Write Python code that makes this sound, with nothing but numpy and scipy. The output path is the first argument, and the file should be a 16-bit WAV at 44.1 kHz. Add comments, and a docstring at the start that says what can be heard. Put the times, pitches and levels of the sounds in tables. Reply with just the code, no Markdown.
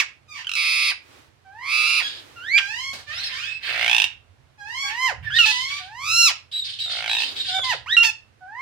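"""Parakeets call on a wooden table in a bare room: gliding squawks, breaking yelps, pulsed rattles, thin
whistles. Squawks, yelps and rattles are harmonics of a vibrating membrane shaped by a throat; whistles are
nearly pure tones. Hoarse calls are uneven noise. Fainter, wetter calls sound between the near ones, and a few
taps sound. Behind them lie a low rumble, a faint steady hum, soft rustles and still air; echoes make the room."""
import sys
import numpy as np
from scipy import signal
from scipy.fft import rfft, irfft, next_fast_len
from scipy.io import wavfile
from scipy.ndimage import uniform_filter1d, map_coordinates

SR = 44100
rng = np.random.default_rng(int(sys.argv[2]) if len(sys.argv) > 2 else 0)


def transcribe(u):
    """Save the signal u as a 16-bit wav file named by the first command-line argument.

    u: samples, shape (n,) or (channels, n), limited to [-1, 1]; the rate is SR.
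    q: integer samples, one column per channel.
    """
    v = np.clip(np.atleast_2d(u).T, -1, 1)
    q = np.round(v * 32767).astype(np.int16)
    wavfile.write(sys.argv[1], SR, q)


N = 379701
TIME = np.arange(N) / SR
CUTOFF_HZ = 15800   # no partials or echoes above this

# Levels of all calls are before the mix in scene(); spectra give relative levels.
# throat resonances of the squawks and yelps: hz, level_db
THROAT = [(500, -6), (2000, 7), (2800, 4.5), (3600, -8.5), (5300, -5), (6300, -10.5), (7200, -13),
          (8500, -23.5), (11000, -23.5), (14500, -29), (16000, -39.5)]
# chips, a whistle between two hisses: start_s, length_s, top_hz, droop (share of pitch), whistle_db, hiss_db
CHIPS = [(6.523, 0.13, 3910, 0.088, -31, -30.5), (6.792, 0.11, 3900, 0.11, -32.5, -26.5),
         (7.079, 0.12, 3880, .07, -29, -25.5), (7.359, .095, 3810, .07, -29, -26.5),
         (7.503, 0.15, 3630, .12, -29, -27)]
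# this far under its top level a squawk is mostly its two lowest partials:
# the fundamental there, and the change of the upper partials
SOFT_RANGE_DB, SOFT_FIRST_DB, SOFT_UPPER_DB = 26.5, 2.5, -17


def near_squawks(waver=.0038, rasp=0.011, screech_rasp=0.011, uneven=0.0067, push_lead=0.67):
    """Pitch glides to its top value and collapses; a fast flutter swings pitch and level together."""
    # start_s, length_s, rise_s, collapse_s, start_hz, top_hz, creep at the top (Hz/s), start_db, top_db,
    # last push_db, fundamental_db and upper_db (against the second partial, when loud), screech (0-1)
    squawks = [(.548, .38, .1, .035, 1205, 1175, 120, -21, -19.5, 1, -20, -3, 1.0),
               (1.445, .583, .28, .045, 765, 1220, 300, -48, -19, 1, -17, -5, .9),
               (2.355, .23, .205, .008, 1370, 2470, 0, -39, -14, 5, 22, 3, 0),
               (4.83, .302, .17, .08, 804, 1040, 0, -36, -26, 8, -8, -10, 0),
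               (5.79, .53, .37, .068, 737, 1385, -400, -45, -16.5, 4, -11, 4, 0),
               (7.475, .125, .04, .012, 735, 760, 0, -38, -26, 0, -2, -14, 0),
               (7.627, .127, .045, .06, 1030, 1005, 0, -30, -22, 3, -6, -7, 0),
               (8.405, .4, .26, .05, 740, 1200, 0, -43, -24, 0, -4, -18, 0)]
    # change of the throat in a full screech: hz, change_db
    screech_colour = [(500, 14), (3000, -2.5), (4700, 5), (5800, -9.5), (7000, -9.5), (8300, -6),
                      (9600, 12.5), (11500, -9.5), (14500, -0.5)]
    attack_s, dip_s, push_s = 0.03, .04, 0.074
    # what the final collapse does: pitch lost (share), level, fundamental, added pitch scatter (share)
    collapse_share, collapse_db, collapse_first_db, collapse_rasp = .61, -18.5, 13, 0.067
    # pitch swings of the flutter (shares), and level swing for each unit of pitch swing
    screech_swing, shake_swing, throb_per_swing = 0.1, 0.054, 1.78
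    shake_hz, shake_width_hz = 1220, 140   # any squawk shakes as it passes this pitch
    cycles_per_shake, cycles_per_screech = 12.5, 9.2   # vibrations in one flutter

    scatter = drift(940)
    wander = 1 + waver * drift(28)
    pace = 1 + uneven * drift(45)
    out = np.zeros(N)
    for (start, length, rise_s, fall_s, start_hz, top_hz, creep, start_db, top_db,
         push_db, first_db, upper_db, screech) in squawks:
        at, age, gate = span(start, length, attack_s, .004)
        _, pitch, level_db = arch(age, dip_s, rise_s, start_hz, top_hz, start_db, top_db)
        soft = np.clip((top_db - level_db) / SOFT_RANGE_DB, 0, 1)
        left_s = length - age
        collapse = np.clip(1 - left_s / fall_s, 0, 1) ** 2
        pitch = pitch + creep * np.maximum(age - dip_s - rise_s, 0)
        push = np.exp(-((left_s - push_lead * fall_s) / push_s) ** 2)
        level_db = level_db + collapse_db * collapse + push_db * push

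        strain = np.clip(screech, 0, 1) * (1 - soft)   # a screech opens the beak and moves the resonances
        shake = shake_swing * np.exp(-((pitch - shake_hz) / shake_width_hz) ** 2)
        swing = np.maximum(screech_swing * strain, shake)
        cycles = cycles_per_shake + (cycles_per_screech - cycles_per_shake) * strain
        flutter = np.sin(2 * np.pi * np.cumsum(pitch / cycles * pace[at]) / SR)
        # a sharp swell at the top of each swing, with the average power held level
        throb = np.exp(throb_per_swing * swing * (flutter + flutter ** 2 / 2))
        throb /= np.sqrt(uniform_filter1d(throb ** 2, size=SR // 25))

        roughness = rasp + screech_rasp * strain + collapse_rasp * collapse
        bend = wander[at] + swing * flutter + roughness * scatter[at]
        first = first_db + (SOFT_FIRST_DB - first_db) * soft + collapse_first_db * collapse
        tone = syrinx(pitch * (1 - collapse_share * collapse) * bend, first, upper_db + SOFT_UPPER_DB * soft,
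                      lambda hz: at_hz(THROAT, hz) + strain * at_hz(screech_colour, hz))
        out[at] += gate * throb * from_db(level_db) * tone
    return out


def arch(age, dip_s, rise_s, start_hz, top_hz, start_db, top_db):
    """Effort grows after a short dip and carries pitch and level from start to top values, up or down."""
    effort = np.sin(np.pi / 2 * np.clip((age - dip_s) / rise_s, 0, 1)) ** 1.7
    settle = 1 + .04 * np.clip(1 - age / dip_s, 0, 1) ** 2   # enters a little sharp, then settles
    pitch = settle * (start_hz + (top_hz - start_hz) * effort)
    level_db = start_db + (top_db - start_db) * effort ** 1.4
    return effort, pitch, level_db


def yelps(rasp=0.0091, waver=0.0061, edge_s=0.001):
    """The voice breaks into a new register, rough at first, then glides and fades."""
    # start_s, length_s, from_hz, to_hz, bend of the glide (power), peak_db, swell_s, fade (dB/s),
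    # fundamental_db, upper_db, pitch scatter at the break (share)
    yelp_rows = [(0.0, 0.037, 1260, 504, 0.84, -9.5, 0.00094, 850, -17, -7, 0.12),
                 (2.578, 0.035, 1790, 453, 1.18, -13, 0.0093, 1200, -16, -12, 0.097),
                 (5.303, 0.082, 1377, 1875, 2.05, -18.5, 0.056, 20, 2, -14.5, 0.028),
                 (5.386, 0.068, 1470, 1292, 1.46, -9.5, .005, 125.5, -16.5, -14, .03),
                 (5.457, 0.061, 883.5, 864, 1.9, -18.5, 0.0089, 68, -6.5, 4.5, 0.19),
                 (7.86, .103, 871, 1946, 2.5, -15.5, 0.077, 599, -1.5, -15.5, 0.0043),
                 (7.967, 0.071, 1406, 1383, 3.8, -8.5, 0.0026, 104.5, -17.5, -19, 0.0028),
                 (8.03, 0.074, 937, 863, 1.7, -14.5, 0.021, 225, -7, 8, 0.22)]
    swell_db_per_s, break_s = 293.5, 0.013

    scatter = drift(920)
    wander = 1 + waver * drift(28)
    out = np.zeros(N)
    for (start, length, from_hz, to_hz, bend, peak_db, swell_s, fade,
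         first_db, upper_db, break_rasp) in yelp_rows:
        at, age, gate = span(start, length, edge_s, edge_s)
        pitch = to_hz + (from_hz - to_hz) * np.clip(1 - age / length, 0, 1) ** bend
        pitch *= wander[at] + (rasp + break_rasp * np.exp(-age / break_s)) * scatter[at]
        level_db = peak_db - np.maximum(swell_db_per_s * (swell_s - age), fade * (age - swell_s))
        tone = syrinx(pitch, first_db, upper_db, lambda hz: at_hz(THROAT, hz))
        out[at] += gate * from_db(level_db) * tone
    return out


def rattles(opening_s=0.00082, closing_s=.0021, scatter=0.058):
    """The syrinx opens in brief pulses, forty to sixty a second, growing louder and brighter."""
    # first pulse_s, pulses (count), period_s, lag of the last pulse_s, first_hz, last_hz, first level_db,
    # top level_db, swell_s, fundamental_db, upper_db (halfway through)
    rattle_rows = [(.447, 6, 0.024, -0.013, 1470, 1300, -28, -18, .022, -15.5, 0.5),
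                   (3.693, 21, 0.017, .009, 691, 897, -27, -7.5, 0.29, 0, 10.5),
                   (6.863, 22, .018, -.005, 696, 890.5, -37, -16, .28, -2, 4)]
    # throat resonances: hz, level_db
    rattle_throat = [(500, -4.5), (2000, 4.5), (2750, 2), (3500, -2), (4400, -21), (5400, -13), (7000, -24),
                     (10000, -27.5), (15000, -38)]
    opens_db = 18   # growth of the upper partials over a rattle

    bend = 1 + scatter * drift(500)
    out = np.zeros(N)
    for (start, pulses, period, lag_s, first_hz, last_hz, soft_db, top_db,
         swell_s, first_db, upper_db) in rattle_rows:
        last = round(pulses) - 1
        for k in range(last + 1):
            ending = np.exp((k - last) / 1.2)   # the last pulses fall out of step
            s = start + k * period + lag_s * ending
            at = round(s * SR) + np.arange(-SR // 100, SR // 100)
            age = TIME[at] - s
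            gate = np.exp(-(age / np.where(age < 0, opening_s, closing_s)) ** 2 / 2)
            # the pitch moves only within this share of the rattle
            pitch = np.interp(k / last, [0.33, 0.81], [first_hz, last_hz])
            level_db = soft_db + (top_db - soft_db) * np.sin(np.pi / 2 * min(k * period / swell_s, 1))
            tone = syrinx(pitch * bend[at], first_db, upper_db + opens_db * (k / last - .5),
                          lambda hz: at_hz(rattle_throat, hz))
            out[at] += from_db(level_db) * gate * tone
    return out


def whistles(second_db=-19, third_db=-27, scatter=0.0092, flicker_db=4.5, edge_s=0.021):
    """Nearly pure, slightly unsteady tones on a parabola of pitch; in a chip it droops at the end."""
    # start_s, length_s, first_hz, middle_hz, last_hz, level_db
    plain = [(3.16, .13, 3230, 4280, 3610, -35), (3.14, .07, 4810, 5320, 6140, -38),
             (3.24, 0.046, 5600, 5250, 4900, -28), (3.37, 0.087, 2356, 2430, 2590, -35.5),
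             (3.47, 0.12, 2563, 2593, 2640, -35.5), (5.235, 0.096, 1831, 1737, 1580, -33)]
    top_share = 0.26   # where in a chip the pitch peaks

    bend = 1 + scatter * drift(250)
    flicker = from_db(flicker_db * drift(40))
    out = np.zeros(N)
    places = np.array([0, .5, 1])
    sag = ((places - top_share) / (1 - top_share)) ** 2
    chips = [(start, length, *(top_hz * (1 - droop * sag)), level_db)
             for start, length, top_hz, droop, level_db, _ in CHIPS]
    for start, length, *pitches, level_db in list(plain) + chips:
        at, age, gate = span(start, length, edge_s, edge_s)
        pitch = np.polyval(np.polyfit(places, pitches, 2), age / length)
        phase = 2 * np.pi * np.cumsum(pitch * bend[at]) / SR
        tone = np.sin(phase) + from_db(second_db) * np.sin(2 * phase) + from_db(third_db) * np.sin(3 * phase)
        out[at] += np.sqrt(2) * gate * flicker[at] * from_db(level_db) * tone
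    return out


def far_squawks(first_db=-10.5, upper_db=-3.0, dull_db=-1.5, rasp=0.0023):
    """Slow gliding calls, some of them breaking up as the effort grows."""
    # start_s, length_s, dip_s, rise_s, start_hz, top_hz, start_db, top_db, pitch scatter added at the top (share)
    far_calls = [(0.277, 0.16, 0.028, 0.11, 1218, 993, -36.5, -32.5, 0.14),
                 (1.776, 0.19, 0.038, 0.054, 1300, 1363, -31, -26, 0.0033),
                 (2.01, 0.21, 0.026, 0.094, 1652, 1693, -26.5, -46, 0.019),
                 (2.527, 0.42, 0.11, 0.24, 790, 1093, -30.5, -29, 0.012),
                 (3.061, 0.28, 0.013, 0.24, 590, 915, -33.5, -51.5, 0.031),
                 (3.304, 0.22, 0.026, 0.19, 1016, 1854, -33, -33.5, 0.0295),
                 (4.575, 0.34, 0.049, .21, 814, 1117, -38, -24, 0.0094),
                 (5.494, 0.32, 0.048, 0.25, 989, 1169, -25, -31, 0.014)]
    attack_s, release_s = 0.037, 0.067

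    def throat(hz):
        """Distance dulls each octave."""
        return at_hz(THROAT, hz) + dull_db * np.log2(hz / 4000)

    scatter = drift(300)
    out = np.zeros(N)
    for start, length, dip_s, rise_s, start_hz, top_hz, start_db, top_db, top_rasp in far_calls:
        at, age, gate = span(start, length, attack_s, release_s)
        effort, pitch, level_db = arch(age, dip_s, rise_s, start_hz, top_hz, start_db, top_db)
        soft = np.clip((top_db - level_db) / SOFT_RANGE_DB, 0, 1)
        pitch *= 1 + (rasp + top_rasp * effort) * scatter[at]
        first = first_db + (SOFT_FIRST_DB - first_db) * soft
        tone = syrinx(pitch, first, upper_db + SOFT_UPPER_DB * soft, throat)
        out[at] += gate * from_db(level_db) * tone
    return out


def hoarse_calls(grain_db=3.5, wander=.03, taper=1.37):
    """Chaotic vibration: uneven noise through a low and a high throat resonance, which wander with the beak."""
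    # start_s, length_s, attack_s, low throat_db, high throat_db
    hoarse = [(1.99, 0.25, .04, -41, -34), (3.03, 0.5, 0.2, -36, -35.5), (3.3, 0.34, 0.077, -37, -39),
              (3.6, 0.55, 0.07, -25, -35.5), (4.86, 0.13, 0.033, -32.5, -43.5),
              (5.22, 0.12, 0.024, -38, -53.5), (5.33, .1, 0.024, -35.5, -27.5),
              (5.4, 0.27, 0.031, -42, -24), (5.66, 0.26, 0.042, -40.5, -35)]
    # the hisses of a chip: place (share of the whistle), length_s, attack_s, level_db (added to the chip's hiss_db)
    chip_hisses = [(-.08, 0.12, 0.0083, -3), (0.845, .17, 0.013, 0)]
    # low and high throat resonance: hz, level_db
    low_rasp = [(400, -21), (1200, -10.5), (1800, 0.5), (2500, 5.5), (3200, -4), (4200, -30.5), (8000, -30)]
    high_rasp = [(1500, -45), (2900, 1), (3700, 6), (4300, 1), (5000, -3), (6000, -16.5), (9500, -19.5),
                 (15000, -51.5)]
    chip_low_db = -13.5   # low throat against high throat in a chip's hiss

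    low, high = [noise(colour)[0] * rms_one(from_db(grain_db * drift(90))) for colour in (low_rasp, high_rasp)]
    speed = 1 + wander * drift(25)
    out = np.zeros(N)
    hisses = [(start + place * length, hiss_s, attack_s, hiss_db + db + chip_low_db, hiss_db + db)
              for start, length, *_, hiss_db in CHIPS
              for place, hiss_s, attack_s, db in chip_hisses]
    for start, length, attack_s, low_db, high_db in list(hoarse) + hisses:
        at, _, gate = span(start, length, attack_s, max(length - attack_s, attack_s / 2))
        read = [at[0] + np.cumsum(speed[at])]   # reading at an uneven speed shifts the resonances
        low_part = from_db(low_db) * map_coordinates(low, read)
        high_part = from_db(high_db) * map_coordinates(high, read)
        out[at] += gate ** taper * (low_part + high_part)
    return out


def taps(t60=0.18, level_db=-13):
    """Beak and claws touch the table: noise starts at once and dies away, 60 dB in t60 seconds."""
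    # time_s, strength_db (before level_db)
    tap_rows = [(2.931, -17.5), (2.986, -29), (4.676, -35)]
    # hz, level_db
    tap_colour = [(150, -17), (600, -10.5), (4000, -6.5), (15000, -26)]
    blows = np.zeros(N)
    for s, strength_db in tap_rows:
        blows[round(s * SR)] = from_db(strength_db + level_db)
    fading = signal.lfilter([1], [1, -from_db(-60 / (t60 * SR))], blows)
    return noise(tap_colour)[0] * fading


def background(rumble_db=-60.5, apart=0.63):
    """Noise rumble that swells with handling of the microphone, a steady hum, soft rustling, still air."""
    # handling bumps, then rustles of movement: time_s, level_db (of the noise they scale), half-length_s
    bumps = [(3.5, -58.5, 1), (5.26, -40, 0.12), (5.58, -57, 0.41), (6.15, -50.5, 0.14), (6.9, -55, 0.2),
             (7.75, -52, 0.32)]
    movements = [(1.15, -49, 0.12), (2.15, -47, 0.43), (7.3, -41.5, 0.16)]
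    # noise spectra: hz, level_db
    rumble_colour = [(15, -56), (25, -23), (32, -17), (56, -8), (86, 1), (139, -4), (178, -22.5),
                     (250, -21), (320, -44), (550, -120)]
    rustle_colour = [(100, -27.5), (300, -3), (700, -10), (2500, -9), (15000, -31.5)]
    air_colour = [(120, -51), (200, -4.5), (2430, -11), (11200, -31.5), (15600, -43)]
    hum_hz, hum_db, air_db = 94, -82, -60.5

    rumble_level = from_db(rumble_db) + swells(bumps)
    # one part common to both sides and one part different on each side
    rumble = rumble_level * (noise(rumble_colour) + apart * noise(rumble_colour, channels=2))
    hum = from_db(hum_db) * np.sqrt(2) * np.sin(2 * np.pi * hum_hz * TIME)
    rustling = swells(movements) * noise(rustle_colour, channels=2)
    air = from_db(air_db) * noise(air_colour, channels=2)
    return rumble + hum + rustling + air


def swells(rows):
    """Each movement rises and dies away smoothly."""
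    return sum(from_db(level_db) * np.exp(-((TIME - s) / width) ** 2) for s, level_db, width in rows)


def room(x, gap_s=0.0037, early_db=11.0, early_s=0.012, count=9):
    """Dense echoes, strongest from the table and near walls, dying sooner in the treble; unit power gain."""
    # time for echoes to fall by 60 dB: hz, decay_s
    decay_times = [(500, 0.29), (2700, 0.28), (7000, 0.22), (15000, 0.037)]
    t = TIME[:SR * 2 // 3]
    edges, tail = np.geomspace(150, CUTOFF_HZ, count + 1), 0
    for low, high in zip(edges, edges[1:]):
        band_pass = signal.butter(2, [low, high], "band", fs=SR, output="sos")
        band = signal.sosfilt(band_pass, rng.standard_normal((2, len(t))))
        tail = tail + band * from_db(-60 * t / at_hz(decay_times, np.sqrt(low * high)))
    tail = tail * (t > gap_s) * from_db(early_db * np.exp(-t / early_s))
    tail /= np.sqrt((tail ** 2).sum(1, keepdims=True) * SR / 2 / CUTOFF_HZ)
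    return signal.fftconvolve(x[None], tail, axes=1)[:, :N]


def syrinx(pitch, first_db, upper_db, throat, count=20):
    """Harmonics of the vibrating membrane, the upper ones shaped by the throat; unit power."""
    k = np.arange(1, count + 1)[:, None]
    gain = from_db(upper_db + throat(k * pitch))
    gain[0], gain[1] = from_db(first_db), 1   # the second partial is the reference
    gain *= k * pitch < CUTOFF_HZ
    phase = 2 * np.pi * np.cumsum(pitch) / SR
    return (gain * np.sin(k * phase)).sum(0) / np.sqrt((gain ** 2).sum(0) / 2)


def span(start, length, attack_s, release_s):
    """The samples that a call covers, their age in seconds, and its soft start and stop."""
    at = np.flatnonzero((TIME >= start) & (TIME < start + length))
    age = TIME[at] - start
    edge = np.clip(np.minimum(age / attack_s, (length - age) / release_s), 0, 1)
    return at, age, np.sin(np.pi / 2 * edge)


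def drift(rate):
    """Random wander of spread 1, about `rate` turns a second."""
    r = np.exp(-2 * np.pi * rate / SR)
    # the first second is dropped so that the wander is already under way
    return rms_one(signal.lfilter([1], [1, -2 * r, r * r], rng.standard_normal(N + SR))[SR:])


def noise(spectrum, channels=1):
    """Coloured noise of unit power."""
    return rms_one(through(rng.standard_normal((channels, N)), lambda hz: from_db(at_hz(spectrum, hz))))


def through(x, response):
    """Filter by a response given as a function of frequency."""
    size = next_fast_len(N + SR)
    hz = np.arange(size // 2 + 1) * SR / size
    return irfft(rfft(x, size) * response(hz), size)[..., :N]


def at_hz(points, hz):
    """Read a spectrum on a log-frequency axis."""
    f, value = np.transpose(points)
    return np.interp(np.log(np.maximum(hz, 1)), np.log(f), value)


def rms_one(x):
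    """Scale to unit power."""
    return x / np.sqrt(np.mean(x ** 2) + 1e-20)


def from_db(db):
    """Decibels to gain."""
    return 10 ** (np.asarray(db) / 20)


def scene(near_db=1.0, near_wet_db=-4.0, rattle_db=0.0, rattle_wet_db=-5.5,
          far_db=-6.5, far_wet_db=0.0, whistle_db=0.0, whistle_wet_db=-1.0):
    """Each voice arrives directly and through the room; the far ones are mostly room."""
    # the right side against the left: hz, lag (radians)
    port_lag = [(1200, -0.17), (2500, -0.74), (3800, 1), (5300, -1.83)]
    near, rattle, whistle = near_squawks() + yelps(), rattles(), whistles()
    far = far_squawks() + hoarse_calls() + taps()
    direct = from_db(near_db) * near + from_db(rattle_db) * rattle
    direct = direct + from_db(far_db) * far + from_db(whistle_db) * whistle
    wet = from_db(near_wet_db) * near + from_db(rattle_wet_db) * rattle
    wet = wet + from_db(far_wet_db) * far + from_db(whistle_wet_db) * whistle
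    right = through(direct, lambda hz: np.exp(-1j * at_hz(port_lag, hz)))
    return np.array([direct, right]) + room(wet) + background()


def record(dry):
    """The left microphone port is shaded, the highest peaks are rounded, the top is cut."""
    # left port: hz, level_db
    left_port = [(150, -9), (500, -3), (1200, -3), (2400, -9), (4200, -1), (9000, -2)]
    ceiling = .92   # peaks bend smoothly towards this amplitude
    left = through(dry[0], lambda hz: from_db(at_hz(left_port, hz)))
    shaded = np.array([left, dry[1]])
    rounded = shaded / (1 + (shaded / ceiling) ** 6) ** (1 / 6)
    return signal.sosfilt(signal.ellip(10, .1, 80, CUTOFF_HZ, fs=SR, output="sos"), rounded)


dry = scene()
out = record(dry)
transcribe(out)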